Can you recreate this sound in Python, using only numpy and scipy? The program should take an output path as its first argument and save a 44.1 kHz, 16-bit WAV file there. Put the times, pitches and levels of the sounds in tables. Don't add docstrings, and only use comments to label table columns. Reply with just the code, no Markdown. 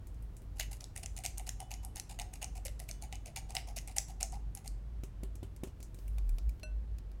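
import sys
import numpy as np
from scipy import signal
from scipy.fft import rfft, irfft, next_fast_len
from scipy.io import wavfile
from scipy.ndimage import map_coordinates

SR = 44100
rng = np.random.default_rng(int(sys.argv[2]) if len(sys.argv) > 2 else 0)


def waveform_to_disk(signal):
    frames = np.transpose(np.atleast_2d(signal))
    scaled = np.clip(frames, -1, 1) * 32767
    samples = np.round(scaled).astype(np.int16)
    wavfile.write(sys.argv[1], SR, samples)


N = 317520
EVENT_SAMPLES = 4096


def amp(db):
    return 10 ** (np.asarray(db) / 20)


def unit_rms(x):
    return x / np.std(x)


def over_frequency(points, hz):
    point_hz, values = np.transpose(points)
    return np.interp(np.log(hz + 1), np.log(point_hz + 1), values)


def over_time(rows):
    return np.interp(np.arange(N) / SR, *np.transpose(rows))


def wobble(rate_hz, count=N):
    knots = rng.standard_normal(int(count * rate_hz / SR) + 4)
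    return map_coordinates(knots, [np.arange(count) * rate_hz / SR])


def filtered(x, response):
    size = next_fast_len(N + SR // 2)
    return irfft(rfft(x, size) * response(np.fft.rfftfreq(size, 1 / SR)), size)[..., :N]


def resonate(force, modes):
    pitch, width, level_db = np.transpose(modes)[:, :, None]
    hz = np.fft.rfftfreq(EVENT_SAMPLES, 1 / SR)
    polarity = (-1) ** np.arange(len(pitch))[:, None]
    gain = amp(level_db + rng.normal(0, 1.5, level_db.shape)) * polarity
    response = np.sum(gain * 1j * hz * width / (pitch ** 2 - hz ** 2 + 1j * hz * width), axis=0)
    ring = irfft(rfft(force, EVENT_SAMPLES) * response, EVENT_SAMPLES)
    return ring / np.abs(ring).max()


def band(force, pitch_hz, *widths_hz):
    for width_hz in widths_hz:
        force = resonate(force, [(pitch_hz, width_hz, 0)])
    return force


# frequency_hz, relative_db
ROOM_SPECTRUM = [(22, -19), (38, -11), (60, -15), (95, -13.5), (180, -26), (553, -39), (1380, -48.5),
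                 (5000, -59.5), (16000, -70)]
# time_s, level_db
RUSTLE_LEVELS = [(0, -80), (4.4, -85), (4.8, -94), (5.96, -80.5), (6, -74), (6.6, -80), (6.65, -92.5)]
def room_tone():
    def room_response(hz):
        standing_db = 4.5 * np.exp(-(hz / 150) ** 4) * np.cos(2 * np.pi * (hz - 91) / 21)
        return amp(over_frequency(ROOM_SPECTRUM, hz) + standing_db) * (hz > 18)

    air = unit_rms(filtered(rng.standard_normal(N), room_response))
    rustle = unit_rms(filtered(rng.standard_normal(N), lambda hz: (hz / 12000) ** 0.31))
    return amp(-50 + 0.27 * wobble(1.4)) * air + amp(over_time(RUSTLE_LEVELS) + 1.8 * wobble(25)) * rustle


# time_s, level_db
HUM_LEVELS = [(0.0, -53), (0.06, -47.5), (0.74, -44.5), (0.84, -53), (1.1, -43.5), (1.2, -46.5), (4.4, -46),
              (4.49, -36), (4.57, -58), (4.71, -35), (4.82, -43.5), (6.0, -49.5), (6.11, -35),
              (6.34, -27.5), (6.4, -42), (6.48, -29.5), (6.58, -55), (6.78, -37.5), (6.85, -42),
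              (6.94, -31.5), (7.0, -54.5), (7.06, -43.5), (7.2, -47.5)]
def room_hum():
    pitch_hz = 50 + 3.2 * wobble(11)
    level_db = over_time(HUM_LEVELS) + 2.7 * wobble(8)
    return np.sqrt(2) * amp(level_db) * np.sin(2 * np.pi * np.cumsum(pitch_hz) / SR)


# pitch_hz, width_hz, level_db
WALL_MODES = [(2010, 240, 3.5), (2290, 415, 5.5), (2980, 570, -0.5), (3142, 450, 4), (2975, 1210, 1.5)]
# pitch_hz, width_hz, level_db
FULL_CAN_MODES = [(195, 410, 0.5), (388, 25, 5.5)]
# pitch_hz, width_hz, level_db
RESTING_CAN_MODES = [(800, 540, 6.5), (1390, 820, -1)]
# start_s, level_db, centre_hz, thud_relative_db
HAND_PATS = [(0.0706, -48, 8350, -19), (0.144, -59.5, 6960, -15), (0.224, -53, 9800, 1),
             (0.367, -45, 7960, -21), (0.419, -53.5, 9100, 2), (5.0361, -42.5, 6400, 7),
             (5.234, -45, 7600, 11), (5.3545, -46.5, 6960, -7), (5.4306, -49, 7150, 15.5),
             (5.5632, -49, 7040, -3), (5.6358, -39, 6600, 11.5), (5.6733, -53.5, 5150, 12),
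             (5.8038, -47.5, 5460, 0), (5.828, -41, 6900, -8.5), (5.945, -46.5, 7360, -2.5),
             (5.9881, -53, 5240, 5.5), (6.0797, -42.5, 9300, -21), (6.183, -43, 4230, -4.5),
             (6.2925, -43, 8200, -21), (6.3841, -40.5, 4770, -7.5), (6.493, -43.5, 7200, -20),
             (6.597, -52.5, 3480, -15), (6.9846, -48, 4400, -13.5), (7.1159, -55, 4700, -7.5)]
def hand_pats(rests_from_s=6.03, push_lead_s=0.003):
    out, t = np.zeros(N + EVENT_SAMPLES), np.arange(EVENT_SAMPLES) / SR
    since_touch = np.clip(t - push_lead_s, 0, 1)
    touch = 1 - np.exp(-since_touch / 0.000083)
    push = -np.exp(-((t - 0.0021) / 0.00045) ** 2)
    for start_s, level_db, centre_hz, thud_db in HAND_PATS:
        if start_s < rests_from_s:
            flour_db, wall_db, body_modes = -9, -20, FULL_CAN_MODES
        else:
            flour_db, wall_db, body_modes = -15.5, -12, RESTING_CAN_MODES
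        skin = rng.standard_normal(EVENT_SAMPLES) * amp(-60 * since_touch / 0.022) * touch
        snap = band(skin, centre_hz, 9000) + amp(wall_db) * band(skin, 2400, 230)
        shake = rng.standard_normal(EVENT_SAMPLES) * amp(-60 * since_touch / 0.16) * touch * (t < 0.085)
        flour = amp(flour_db) * band(shake, centre_hz, 5000, 5000)
        thud = resonate(push + 0.27 * shake, body_modes)
        rattle = amp(-18) * resonate(shake + 2 * skin, WALL_MODES[2:])
        pat = snap + flour + amp(thud_db) * (thud + rattle)
        out[round((start_s - push_lead_s) * SR):][:EVENT_SAMPLES] += amp(level_db) * pat
    return out[:N]


# pitch_hz, width_hz, level_db
WIRE_MODES = [(4675, 2140, -2.5), (5430, 1700, 3.5), (6520, 700, 4), (7490, 710, 0.5), (8260, 640, 1.5),
              (9750, 1700, 0), (11320, 1540, -1), (14040, 4400, -12.5)]
# start_s, grit_db, cavity_db, cavity_hz
SWEEPS = [(0.556, -63.5, -69, 770), (0.593, -45, -64, 666), (0.709, -53.5, -62.5, 780),
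          (0.801, -60.5, -67, 730), (0.951, -55.5, -63, 710), (1.023, -52.5, -60, 710),
          (1.16, -55, -58.5, 740), (1.235, -49.5, -53, 746), (1.369, -57, -56.5, 766),
          (1.462, -54.5, -59.5, 800), (1.594, -61, -50.5, 760), (1.703, -56, -55.5, 774),
          (1.824, -63.5, -60, 780), (1.951, -54.5, -59, 766), (2.09, -54.5, -58, 794),
          (2.185, -54, -51, 750), (2.324, -58.5, -65, 774), (2.412, -51, -53, 760), (2.55, -57, -58, 740),
          (2.648, -49, -54, 578), (2.79, -57.5, -59, 656), (2.881, -54, -61, 670),
          (3.014, -57.5, -56.5, 747), (3.116, -61, -56.5, 773), (3.252, -58.5, -59.5, 665),
          (3.357, -47, -53, 790), (3.486, -60.5, -57.5, 767), (3.544, -52, -48, 735),
          (3.668, -58.5, -56.5, 750), (3.759, -48, -55.5, 637), (3.871, -57, -59, 764),
          (3.959, -48.5, -51.5, 727), (4.08, -59, -58, 780), (4.201, -51, -51.5, 698),
          (4.32, -60.5, -53, 810), (4.546, -62.5, -61.5, 790), (4.639, -59.5, -61.5, 760)]
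def agitator_sweeps(gentle_s=0.03, gentle_db=-56.5, shorter_s_per_db=0.002):
    out, t = np.zeros(N + EVENT_SAMPLES), np.arange(EVENT_SAMPLES) / SR
    moving = t < gentle_s + 0.01
    for start_s, grit_db, cavity_db, cavity_hz in SWEEPS:
        length_s = gentle_s - shorter_s_per_db * max(grit_db - gentle_db, 0)
        release = amp(-60 * np.clip(t - length_s, 0, 1) / 0.095) * (t < 0.09)
        envelope = np.clip(t / 0.0071, 0, 1) * release
        grains = rng.standard_normal(EVENT_SAMPLES) * envelope
        grains *= amp(3 * wobble(500, EVENT_SAMPLES) + 4.5 * wobble(180, EVENT_SAMPLES))
        lumps = rng.standard_normal(EVENT_SAMPLES) * amp(3.5 * wobble(110, EVENT_SAMPLES)) * envelope
        grit = resonate(grains, WIRE_MODES) + amp(-7.5) * resonate(grains, WALL_MODES + [(1350, 500, -10)])
        hollow = band(lumps, cavity_hz, 130, 170)
        sweep = amp(grit_db) * grit / grit[moving].std() + amp(cavity_db) * hollow / hollow[moving].std()
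        out[round(start_s * SR):][:EVENT_SAMPLES] += sweep
    return out[:N]


# frequency_hz, t60_s
KITCHEN_DECAY = [(500, 0.61), (3000, 0.31), (7000, 0.34), (15000, 0.18)]
def kitchen_reverb(x, delay_samples=150):
    out, step = np.zeros(N + SR), SR // 10
    for start in range(0, N, step):
        hz, t, spectrum = signal.stft(rng.standard_normal(SR // 3), SR, nperseg=256)
        decay = amp(-60 * t / over_frequency(KITCHEN_DECAY, hz)[:, None])
        tail = signal.istft(spectrum * decay, SR, nperseg=256)[1]
        reflections = signal.fftconvolve(x[start:start + step], tail / np.linalg.norm(tail))
        out[start + delay_samples:][:len(reflections)] += reflections
    return out[:N]


# start_s, level_db, brightest_hz, wall_relative_db
WIRE_CLICKS = [(0.5975, -25.5, 4740, -1), (0.609, -33, 6000, 3.5), (0.713, -46, 8000, -27),
               (0.808, -34.5, 5600, -22), (0.8411, -33.5, 5480, -13.5), (0.962, -33, 8240, -7),
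               (0.9764, -29.5, 9950, -17), (1.029, -48, 8660, -10.5), (1.037, -41, 7500, -10),
               (1.0594, -26.5, 6700, -16), (1.165, -34.5, 8040, -16), (1.178, -38.5, 6500, -7),
               (1.188, -34, 9060, -12.5), (1.237, -35.5, 8040, -8), (1.2515, -25, 8150, -8),
               (1.261, -19, 6210, -15), (1.3808, -28, 9200, -24.5), (1.396, -34, 9100, -9.5),
               (1.476, -39, 8100, -7), (1.4912, -22, 6100, -20), (1.6027, -30.5, 7800, -12),
               (1.707, -42, 8200, -5.5), (1.7147, -36, 7540, -1.5), (1.739, -33.5, 6500, -13),
               (1.8485, -34.5, 10000, -32), (1.9583, -32.5, 9970, -19), (1.968, -35.5, 5750, -7.5),
               (1.9976, -26, 6300, -14.5), (2.189, -35.5, 8100, 0), (2.1973, -30, 6920, -3),
               (2.2169, -32.5, 6430, -16), (2.3376, -34, 9200, -13), (2.427, -29, 7900, -4.5),
               (2.4431, -26, 6550, -34), (2.6511, -31, 9240, -30), (2.658, -33.5, 8500, -8),
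               (2.681, -37.5, 5570, -2.5), (2.7998, -34, 10620, -9), (2.889, -38, 8100, -4),
               (2.9118, -26.5, 6480, -27), (3.023, -33.5, 7460, -26), (3.1257, -37.5, 7500, 0),
               (3.1546, -39, 6400, -18), (3.259, -36.5, 7380, -12), (3.361, -38, 8230, -9.5),
               (3.371, -32, 6600, -6), (3.387, -39.5, 6240, -30), (3.505, -38, 8480, -11),
               (3.551, -25.5, 8480, -5), (3.5667, -23.5, 5120, -3), (3.7654, -33, 8340, -13.5),
               (3.774, -41.5, 6600, -4), (3.786, -28.5, 6060, -10), (3.8752, -37, 8030, -15),
               (3.966, -26.5, 8240, -13.5), (3.983, -13.5, 6600, -20), (4.208, -28.5, 9210, -10.5),
               (4.229, -18.5, 6380, -21), (4.322, -39, 7450, -22), (4.5502, -28.5, 10020, -45),
               (4.5728, -38.5, 7650, -11), (4.677, -30.5, 7610, -30)]
def wire_clicks():
    out, t = np.zeros(N + EVENT_SAMPLES), np.arange(EVENT_SAMPLES) / SR
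    shiver_gate = np.clip((0.09 - t) / 0.045, 0, 1) * (t > 0.002)
    for start_s, level_db, brightest_hz, wall_db in WIRE_CLICKS:
        force = rng.standard_normal(EVENT_SAMPLES) * amp(-60 * t / 0.0081) * (1 - np.exp(-t / 0.00022))
        shiver = rng.standard_normal(EVENT_SAMPLES) * amp(-60 * t / 0.19) * shiver_gate
        wire_modes = [(hz * rng.normal(1, 0.02), width_hz, db - 14 * abs(np.log2(hz / brightest_hz)))
                      for hz, width_hz, db in WIRE_MODES]
        knock = amp(-13) * band(force, 750, 370, 350)
        crack = amp(-10.5) * band(force, brightest_hz, 7000) + amp(-24.5) * band(force, 1440, 560)
        rasp = amp(-25.5) * band(shiver, brightest_hz, 7000, 7000)
        tin = resonate(force + 0.082 * shiver, WALL_MODES) + knock
        click = resonate(force, wire_modes) + crack + rasp + amp(wall_db) * tin
        out[round(start_s * SR):][:EVENT_SAMPLES] += amp(level_db) * click
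    return out[:N]


# start_s, level_db
SPRING_TWANGS = [(1.615, -69), (1.74, -75), (2.915, -70), (3.13, -71)]
def handle_spring(pitch_hz=2980, partner_hz=3460, partner_db=-6, t60_s=0.6):
    t = np.arange(N) / SR
    envelope = sum(amp(level_db - 60 * np.abs(t - start_s) / t60_s) * (t > start_s)
                   for start_s, level_db in SPRING_TWANGS)
    tones = [(pitch_hz, 0), (partner_hz, partner_db)]
    return envelope * sum(amp(db + 5 * wobble(40)) * np.sin(2 * np.pi * hz * t) for hz, db in tones)


# pitch_hz, relative_db, t60_s
BOWL_MODES = [(614, -12.5, 0.24), (1502, -19.5, 0.35), (2670, -10, 0.2), (4180, -9, 0.068),
              (4135, -38, 0.78), (5910, -18, 0.14), (8040, -23, 0.14), (10260, -19.5, 0.11)]
def bowl_clink(start_s=6.6322, level_db=-37):
    t = np.clip(np.arange(N) / SR - start_s, 0, None)
    ring = sum(amp(db - 60 * t / t60_s) * np.sin(2 * np.pi * hz * t) for hz, db, t60_s in BOWL_MODES)
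    dull_noise = signal.lfilter([1], [1, -0.6], rng.standard_normal(N))
    tick = amp(-60 * t / 0.0333) * dull_noise * (t > 0)
    return amp(level_db) * (ring + 0.19 * tick)


def scene():
    sifter = agitator_sweeps() + wire_clicks()
    reflections = amp(-13) * kitchen_reverb(sifter)
    foreground = sifter + handle_spring() + hand_pats() + bowl_clink()
    return (foreground + reflections + room_hum() + room_tone())[None]


def record(dry):
    return filtered(dry, lambda hz: hz < 16300)


dry = scene()
out = record(dry)
waveform_to_disk(out)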